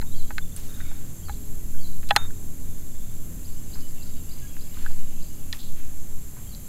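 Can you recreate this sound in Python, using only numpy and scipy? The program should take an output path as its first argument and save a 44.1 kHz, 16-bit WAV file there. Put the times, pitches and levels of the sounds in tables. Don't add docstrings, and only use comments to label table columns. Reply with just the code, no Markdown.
import sys
import numpy as np
from scipy import signal
from scipy.fft import rfft, irfft
from scipy.io import wavfile
from scipy.ndimage import uniform_filter1d

SR = 44100
rng = np.random.default_rng(int(sys.argv[2]) if len(sys.argv) > 2 else 0)


def nominal_scale(level):
    x = np.asarray(level, float) / 20
    return 10 ** x


def transcribe(signal):
    frames = np.atleast_2d(signal).T
    limited = np.clip(frames, -1, 1)
    pcm = np.round(limited * 32767).astype(np.int16)
    wavfile.write(sys.argv[1], SR, pcm)


N = 294676


def evened(x):
    return x / np.sqrt(np.mean(x ** 2) + 1e-20)


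def curve(rows):
    return np.interp(np.arange(N) / SR, *np.transpose(rows))


def shaped(gain, size=N):
    hz = np.fft.rfftfreq(size, 1 / SR) + 1e-3
    return evened(irfft(rfft(rng.standard_normal(size)) * gain(hz), size))


def bell(hz, centre_hz, octaves):
    return np.exp(-.5 * (np.log2(hz / centre_hz) / octaves) ** 2)


def add(mix, s, sound):
    part = mix[round(s * SR):][:len(sound)]
    part += sound[:len(part)]


# [f/Hz, relative density level/dB]
AIR_SPECTRUM = [(15, -11.5), (25, -3), (40, -15.5), (60, -10.5), (110, -22.5), (250, -29.5), (390, -40.5),
                (600, -43), (1200, -48.5), (2500, -52), (5200, -53), (8400, -48), (16000, -52.5)]


def air_colour(hz):
    table_hz, level_db = np.transpose(AIR_SPECTRUM)
    return nominal_scale(np.interp(np.log(hz), np.log(table_hz), level_db)) * (hz > 12)


def low_share(hz):
    return 1 / (1 + (hz / 70) ** 4)


def murmur():
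    return nominal_scale(-42.5) * shaped(lambda hz: air_colour(hz) * np.sqrt(1 - low_share(hz)))


# [t/s, level/dB]
PUFFS = [(0.05, -38), (0.55, -38), (1.36, -34.5), (1.66, -35), (3.39, -39), (4.0, -41), (4.89, -36),
         (6.5, -42)]


def gusts():
    puff_s, calm_db, drift_db = .07, -52, 4
    t = np.arange(N) / SR
    calm = nominal_scale(calm_db + drift_db * shaped(lambda hz: bell(hz, 2.5, 1.2)))
    puffs = sum(nominal_scale(level_db) * np.exp(-((t - s) / puff_s) ** 2) for s, level_db in PUFFS)
    rumble = shaped(lambda hz: air_colour(hz) * np.sqrt(low_share(hz)) * (hz > 20))
    return (calm + puffs) * rumble


# [t/s, level/dB]
SWAY_LEVEL = [(0.1, -15), (0.37, -12), (0.51, -29), (0.94, -18), (1.2, -33), (1.8, -12), (2.5, -23),
              (2.96, -19), (3.36, -27), (3.75, -18.5), (4.54, -26), (4.94, -11), (5.5, -26), (5.7, -16),
              (6.16, -17), (6.33, -35)]


def sway():
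    centre_hz, width_hz = 5.9, 3.8
    swing = shaped(lambda hz: hz / (1 + hz) / (1 + ((hz - centre_hz) / width_hz) ** 4))
    swing /= np.sqrt(uniform_filter1d(swing ** 2, 12000) + 0.017)
    return nominal_scale(curve(SWAY_LEVEL)) * swing


# [f/Hz, width/Hz (two standard deviations), level/dB, throb centre f/Hz, throb depth/dB rms]
INSECT_BANDS = [(6504, 750, -57.5, 27, 1), (7195, 330, -58.5, 39, 1.5), (7550, 305, -55, 20, 1),
                (12050, 3730, -51.5, 56, 1)]


def insects():
    out = np.zeros(N)
    for centre_hz, width_hz, level_db, throb_hz, depth_db in INSECT_BANDS:
        band = shaped(lambda hz: np.exp(-.5 * ((hz - centre_hz) / width_hz * 2) ** 2))
        throb = shaped(lambda hz: bell(hz, throb_hz, 0.95))
        drift = shaped(lambda hz: bell(hz, .8, 1.2))
        out += band * nominal_scale(level_db + depth_db * throb + 0.63 * drift)
    return out


# [t/s, firing f/Hz, relative level/dB]
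ENGINE_COURSE = [(0, 42.24, 1.5), (2.2, 41.94, 3.5), (5.0, 41.67, 0), (6.68, 40.92, -3)]
# [multiple of firing f, relative rms level/dB]
PARTIALS = [(2, -50), (3, -52.5), (4, -55), (6, -58.5), (7, -63), (8, -63.5), (10, -65.5), (12, -72),
            (14, -74), (.79, -46), (4.55, -59.5), (5.4, -61.5)]


def engine():
    s, firing_hz, level_db = np.transpose(ENGINE_COURSE)
    turns = np.cumsum(curve(list(zip(s, firing_hz)))) / SR
    out = np.zeros(N)
    for multiple, partial_db in PARTIALS:
        fade = shaped(lambda hz: bell(hz, 1.63, 0.94))
        wobble = shaped(lambda hz: bell(hz, 2.55, 0.95))
        phase = 2 * np.pi * (multiple * turns + rng.random()) + 0.71 * wobble
        out += np.sqrt(2) * nominal_scale(partial_db + 2.58 * fade) * np.sin(phase)
    return out * nominal_scale(curve(list(zip(s, level_db))))


def trees(x, t60):
    echo_share, blur_hz = .15, 150
    t = np.arange(SR // 2) / SR
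    sparse = rng.standard_normal(len(t)) * (rng.random(len(t)) < echo_share)
    echoes = sparse * nominal_scale(-60 * t / t60) * (1 - np.exp(-t / 0.0031))
    shimmer = shaped(lambda hz: np.exp(-.5 * (hz / blur_hz) ** 2))
    return (.8 + .55 * shimmer) * signal.fftconvolve(x, echoes / np.linalg.norm(echoes))[:N]


def whistle(rows):
    s, hz, level_db = np.transpose(rows)
    t = np.arange(0, s[-1], 1 / SR)
    tone = np.sin(2 * np.pi * np.cumsum(np.interp(t, s, hz)) / SR)
    return nominal_scale(np.interp(t, s, level_db)) * tone * signal.windows.tukey(len(t), .25)


# [t/s, level/dB]
CHORUS_LEVEL = [(0, -70), (3.3, -70), (3.7, -64), (4.9, -61), (5.6, -66), (6.0, -72), (6.68, -68)]


def chorus():
    centre_hz, spread_octaves, chirps_per_s = 2900, .2, 130
    out = np.zeros(N)
    for when, pitch, glide, size in rng.random((round(chirps_per_s * N / SR), 4)):
        octaves = spread_octaves * np.log(pitch / (1 - pitch))
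        hz = np.clip(centre_hz * 2 ** octaves, 1400, 5200)
        end = (.01 + .03 * size, hz * (.9 + .2 * glide), -6 * size)
        add(out, when * N / SR, whistle([(0, hz, -6 * size), end]))
    return nominal_scale(curve(CHORUS_LEVEL)) * evened(out)


# [t/s, high level/dB, low level/dB]
FAR_SONG = [(3.54, -69, -68), (3.815, -61, -68), (4.15, -62, -68), (4.38, -64, -67), (4.71, -66, -66),
            (4.99, -61, -67), (5.3, -61, -67), (5.62, -66, -67)]


def far_bird():
    sag_hz_per_s, high_s, low_s, low_wait_s = 55, .04, .1, .11
    out = np.zeros(N)
    for s, high_db, low_db in FAR_SONG:
        sag_hz = sag_hz_per_s * (s - FAR_SONG[0][0])
        high_hz, low_hz = 3000 - sag_hz, 2745 - sag_hz
        add(out, s, whistle([(0, high_hz, high_db), (high_s, high_hz, high_db - 4)]))
        add(out, s + low_wait_s, whistle([(0, low_hz, low_db), (low_s, low_hz, low_db)]))
    return out


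# [t/s, length/s, relative level/dB, start f/Hz, end f/Hz]
GLIDES = [(.205, .06, -59, 3550, 3130), (0.414, 0.02, -49.5, 3550, 3490), (1.324, 0.014, -52, 3300, 3950),
          (1.743, 0.012, -52, 1530, 1600), (2.07, 0.015, -54, 3550, 4070), (2.335, .048, -61, 3660, 3680),
          (4.06, .15, -62, 3800, 3780), (4.41, .062, -57, 1645, 1655), (4.48, .03, -57, 3280, 3300),
          (4.755, .09, -62, 4270, 4250)]


def single_notes():
    out = np.zeros(N)
    for s, length, level_db, start_hz, end_hz in GLIDES:
        add(out, s, nominal_scale(level_db) * whistle([(0, start_hz, -2), (length, end_hz, -2)]))
    return out


# [t/s after start, share of top f, relative level/dB]
ARCHED_NOTE = [(0, .89, -4), (.011, 1, 0), (.022, .96, -5)]
# [t/s, level/dB, top f/Hz]
TWITTERS = [(0.063, -53, 3800), (.115, -51, 4000), (.688, -51, 3850), (.738, -46, 3850), (.795, -54, 3750),
            (.855, -54, 3700), (.905, -57, 3600), (2.69, -64, 3620), (2.745, -61, 3660), (2.815, -63, 3650),
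            (2.91, -62, 3580), (2.95, -61, 3700), (3.005, -59, 3660), (3.09, -63, 3600)]


def twittering_bird():
    out = np.zeros(N)
    for s, level_db, top_hz in TWITTERS:
        add(out, s, nominal_scale(level_db) * whistle(np.array(ARCHED_NOTE) * [1, top_hz, 1]))
    return out


# [t/s after start, f/Hz, relative level/dB]
PICKUP_NOTE = [(0, 3060, -3), (.009, 3210, 1), (.018, 3340, -4)]
# [t/s after start, f/Hz, relative level/dB]
HOOKED_NOTE = [(0, 4460, 3), (.012, 4500, 0), (.024, 4700, 0), (.034, 4280, 4.5), (.046, 3990, 5),
               (.06, 3970, 2)]
# [t/s, level/dB]
HOOK_TIMES = [(0.156, -54), (1.247, -55), (1.806, -52.5), (6.488, -58)]


def hooking_songbird():
    out = np.zeros(N)
    for s, level_db in HOOK_TIMES:
        add(out, s - .021, nominal_scale(level_db) * whistle(PICKUP_NOTE))
        add(out, s, nominal_scale(level_db) * whistle(HOOKED_NOTE))
    return out


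# [t/s after start, f/Hz, relative level/dB]
FALLING_NOTE = [(0, 5000, -19), (.008, 4802, -1), (.016, 4550, 7)]
# [t/s after start, f/Hz, relative level/dB]
RISING_NOTE = [(0, 3750, -8), (.004, 3950, -3), (.016, 4900, 0), (.023, 5200, -4)]
# [lead-in t/s, rise level/dB, lead-in level/dB]
CHIP_TIMES = [(3.421, -49.5, -70), (3.709, -43.5, -53.5), (3.998, -46.5, -56), (4.286, -47, -54),
              (4.585, -48, -54), (4.886, -53.5, -62), (5.194, -49, -60)]


def chipping_bird():
    rise_wait_s = .021
    out = np.zeros(N)
    for s, level_db, lead_db in CHIP_TIMES:
        add(out, s, nominal_scale(lead_db) * whistle(FALLING_NOTE))
        add(out, s + rise_wait_s, nominal_scale(level_db) * whistle(RISING_NOTE))
    return out


def birds():
    air_path = shaped(lambda hz: bell(hz, 67, 0.65))
    near = single_notes() + twittering_bird() + hooking_songbird() + chipping_bird()
    near *= nominal_scale(2.0 * air_path)
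    far = far_bird() * nominal_scale(4 * air_path)
    return near + trees(near, 0.75) + far + nominal_scale(2.5) * trees(far, 0.78) + trees(chorus(), 0.6)


# [t/s, time scale/s, relative level/dB, centre f/Hz, width/octaves]
NOISE_PUFFS = [(0.024, 0.028, -47, 920, 0.12), (0.561, 0.087, -44.5, 3500, 2.7),
               (0.563, .008, -33, 9300, 0.18), (0.621, 0.24, -51, 3000, 3.6), (0.68, .5, -58, 1450, .22),
               (0.754, 0.56, -55, 1900, 1.6), (.84, .15, -57, 2280, .08), (2.161, 0.091, -40.5, 1200, 0.69),
               (3.752, 0.048, -49, 1140, 0.65), (4.743, 0.29, -52, 1810, 1.1), (5.528, .06, -43, 1500, 2.2),
               (5.587, 0.12, -46.5, 3900, .26), (5.762, 0.16, -55.5, 2200, 0.73),
               (6.361, .07, -52.5, 900, 1.1)]


def rustles():
    out = np.zeros(N)
    for s, length, level_db, centre_hz, octaves in NOISE_PUFFS:
        u = np.arange(8192 * 2) / SR / length
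        grain = nominal_scale(1.8 * shaped(lambda hz: bell(hz, 60, 1.2), size=len(u)))
        puff = shaped(lambda hz: bell(hz, centre_hz, octaves), size=len(u))
        envelope = (1 - np.exp(-u / 0.027)) * np.exp(-1.6 * u ** 1.24)
        add(out, s, nominal_scale(level_db) * puff * grain * envelope)
    return out


def ring(modes, t):
    return sum(nominal_scale(level_db - 60 * t / t60) * np.sin(2 * np.pi * hz * t) for hz, level_db, t60 in modes)


# [f/Hz, level/dB, t60/s]
SPRING_MODES = [(3670, -35.5, 0.69), (6600, -36.5, 0.14), (1354, -32, 0.19)]


def spring():
    freed_s, damped_s = 2.164, 2.268
    t = np.arange(9000) / SR
    damper = 1 / (1 + np.exp((t + freed_s - damped_s) / 0.006))
    out = np.zeros(N)
    add(out, freed_s, ring(SPRING_MODES, t) * damper * (1 - np.exp(-t / 0.0016)))
    return out


# [f/Hz, relative level/dB, t60/s when ringing freely]
HOUSING_MODES = [(470, -5.5, 0.027), (620, -3, 0.034), (817, 1, 0.061), (985, -4, 0.034), (1274, 0, 0.024),
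                 (1520, -1, 0.05), (1702, -3, 0.046), (1904, -1.5, .025), (2200, -4.5, 0.031),
                 (2560, -2.5, 0.028), (3050, -4, 0.02), (3410, -7, 0.048), (3750, -3, 0.016),
                 (4130, -2.5, 0.037), (4780, -5, 0.017), (5460, -5, 0.015), (6530, -4, .01),
                 (8700, -5, 0.015), (9840, -7, 0.0087), (12140, -4.5, 0.0079), (14400, -14, .005)]


def housing(colour, colour_hz):
    t = np.arange(4000) / SR
    hold = np.clip(880 / colour_hz, .46, 1)
    body = np.zeros(len(t))
    for k, (hz, level_db, t60) in enumerate(HOUSING_MODES):
        weight = colour(hz) + nominal_scale(-22)
        body += (-1) ** k * weight * ring([(hz, level_db, t60 * hold)], t)
    return body


def rattle(level_db):
    length = max(.0055 + .00008 * level_db, .001)
    when, size = rng.random((2, 500))
    ticks = (when < 4000 / SR) * 0.39 * (2 * size - 1)
    ticks *= np.exp(-(np.arange(500) / SR / length) ** 2)
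    ticks[0] = 1
    return ticks


# [t/s, relative level/dB, colour f/Hz, colour width/octaves, upper colour relative level/dB]
REEL_TAPS = [(0.014, -30, 1830, .2, -4), (0.023, -33, 1680, .7, -30), (.305, -25.5, 800, .5, -2),
             (.381, -16, 1700, .45, -8), (.803, -31.5, 1570, .4, -30), (.811, -35.5, 1800, .33, -30),
             (0.913, -37.5, 900, .8, -20), (1.285, -32, 1200, .12, -30), (1.294, -25, 900, .7, -14),
             (2.029, -39, 1600, .7, -15), (2.036, -42, 1800, .7, -10), (2.089, -29, 4000, .8, 6),
             (2.093, -33, 3800, .8, 2), (2.102, -28, 1490, 1, -30), (2.107, -8.5, 2950, .25, -30),
             (2.108, -6.5, 870, .8, -30), (2.155, -25, 1400, .4, -30), (2.162, -2.5, 1800, 2.4, -4),
             (2.170, -20, 1700, .7, -30), (2.304, -40.5, 1550, .3, -30), (4.566, -38, 1700, .6, -30),
             (4.743, -41, 3500, .23, -30), (4.77, -37.5, 1190, .24, -30), (4.849, -39, 1600, .16, -30),
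             (4.862, -23, 1530, .13, -30), (4.904, -41, 900, .44, -30), (5.527, -19.5, 4300, .55, -30),
             (5.531, -27, 1850, .12, -30), (6.548, -34, 4680, .27, -30)]


def reel():
    upper_ratio = 2.4
    out = np.zeros(N)
    for s, level_db, colour_hz, octaves, upper_db in REEL_TAPS:
        def colour(hz):
            upper = nominal_scale(upper_db) * bell(hz, upper_ratio * colour_hz, octaves)
            return bell(hz, colour_hz, octaves) + upper
        reach = 2 ** (2.2 * octaves * np.array([-1, 1]))
        edges = np.clip(colour_hz * reach * [1, upper_ratio], 400, 17000)
        band = signal.butter(1, edges, "band", fs=SR, output="sos")
        tap = signal.sosfilt(band, np.convolve(rattle(level_db), housing(colour, colour_hz)))
        loudest = uniform_filter1d(tap ** 2, size=88).max()
        add(out, s, nominal_scale(level_db) * tap / np.sqrt(loudest * 4))
    return out + spring()


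def scene():
    background = murmur() + gusts() + sway() + insects() + engine()
    return (background + birds() + rustles() + reel())[None]


def roll_off(x):
    return signal.sosfilt(signal.butter(12, 16210, fs=SR, output="sos"), x)


def record(dry):
    lowpass = signal.firwin(numtaps=801, cutoff=15800, window=("kaiser", 9), fs=SR)
    finished = signal.oaconvolve(dry, lowpass[None], "same")
    return roll_off(finished)


dry = scene()
out = record(dry)
transcribe(out)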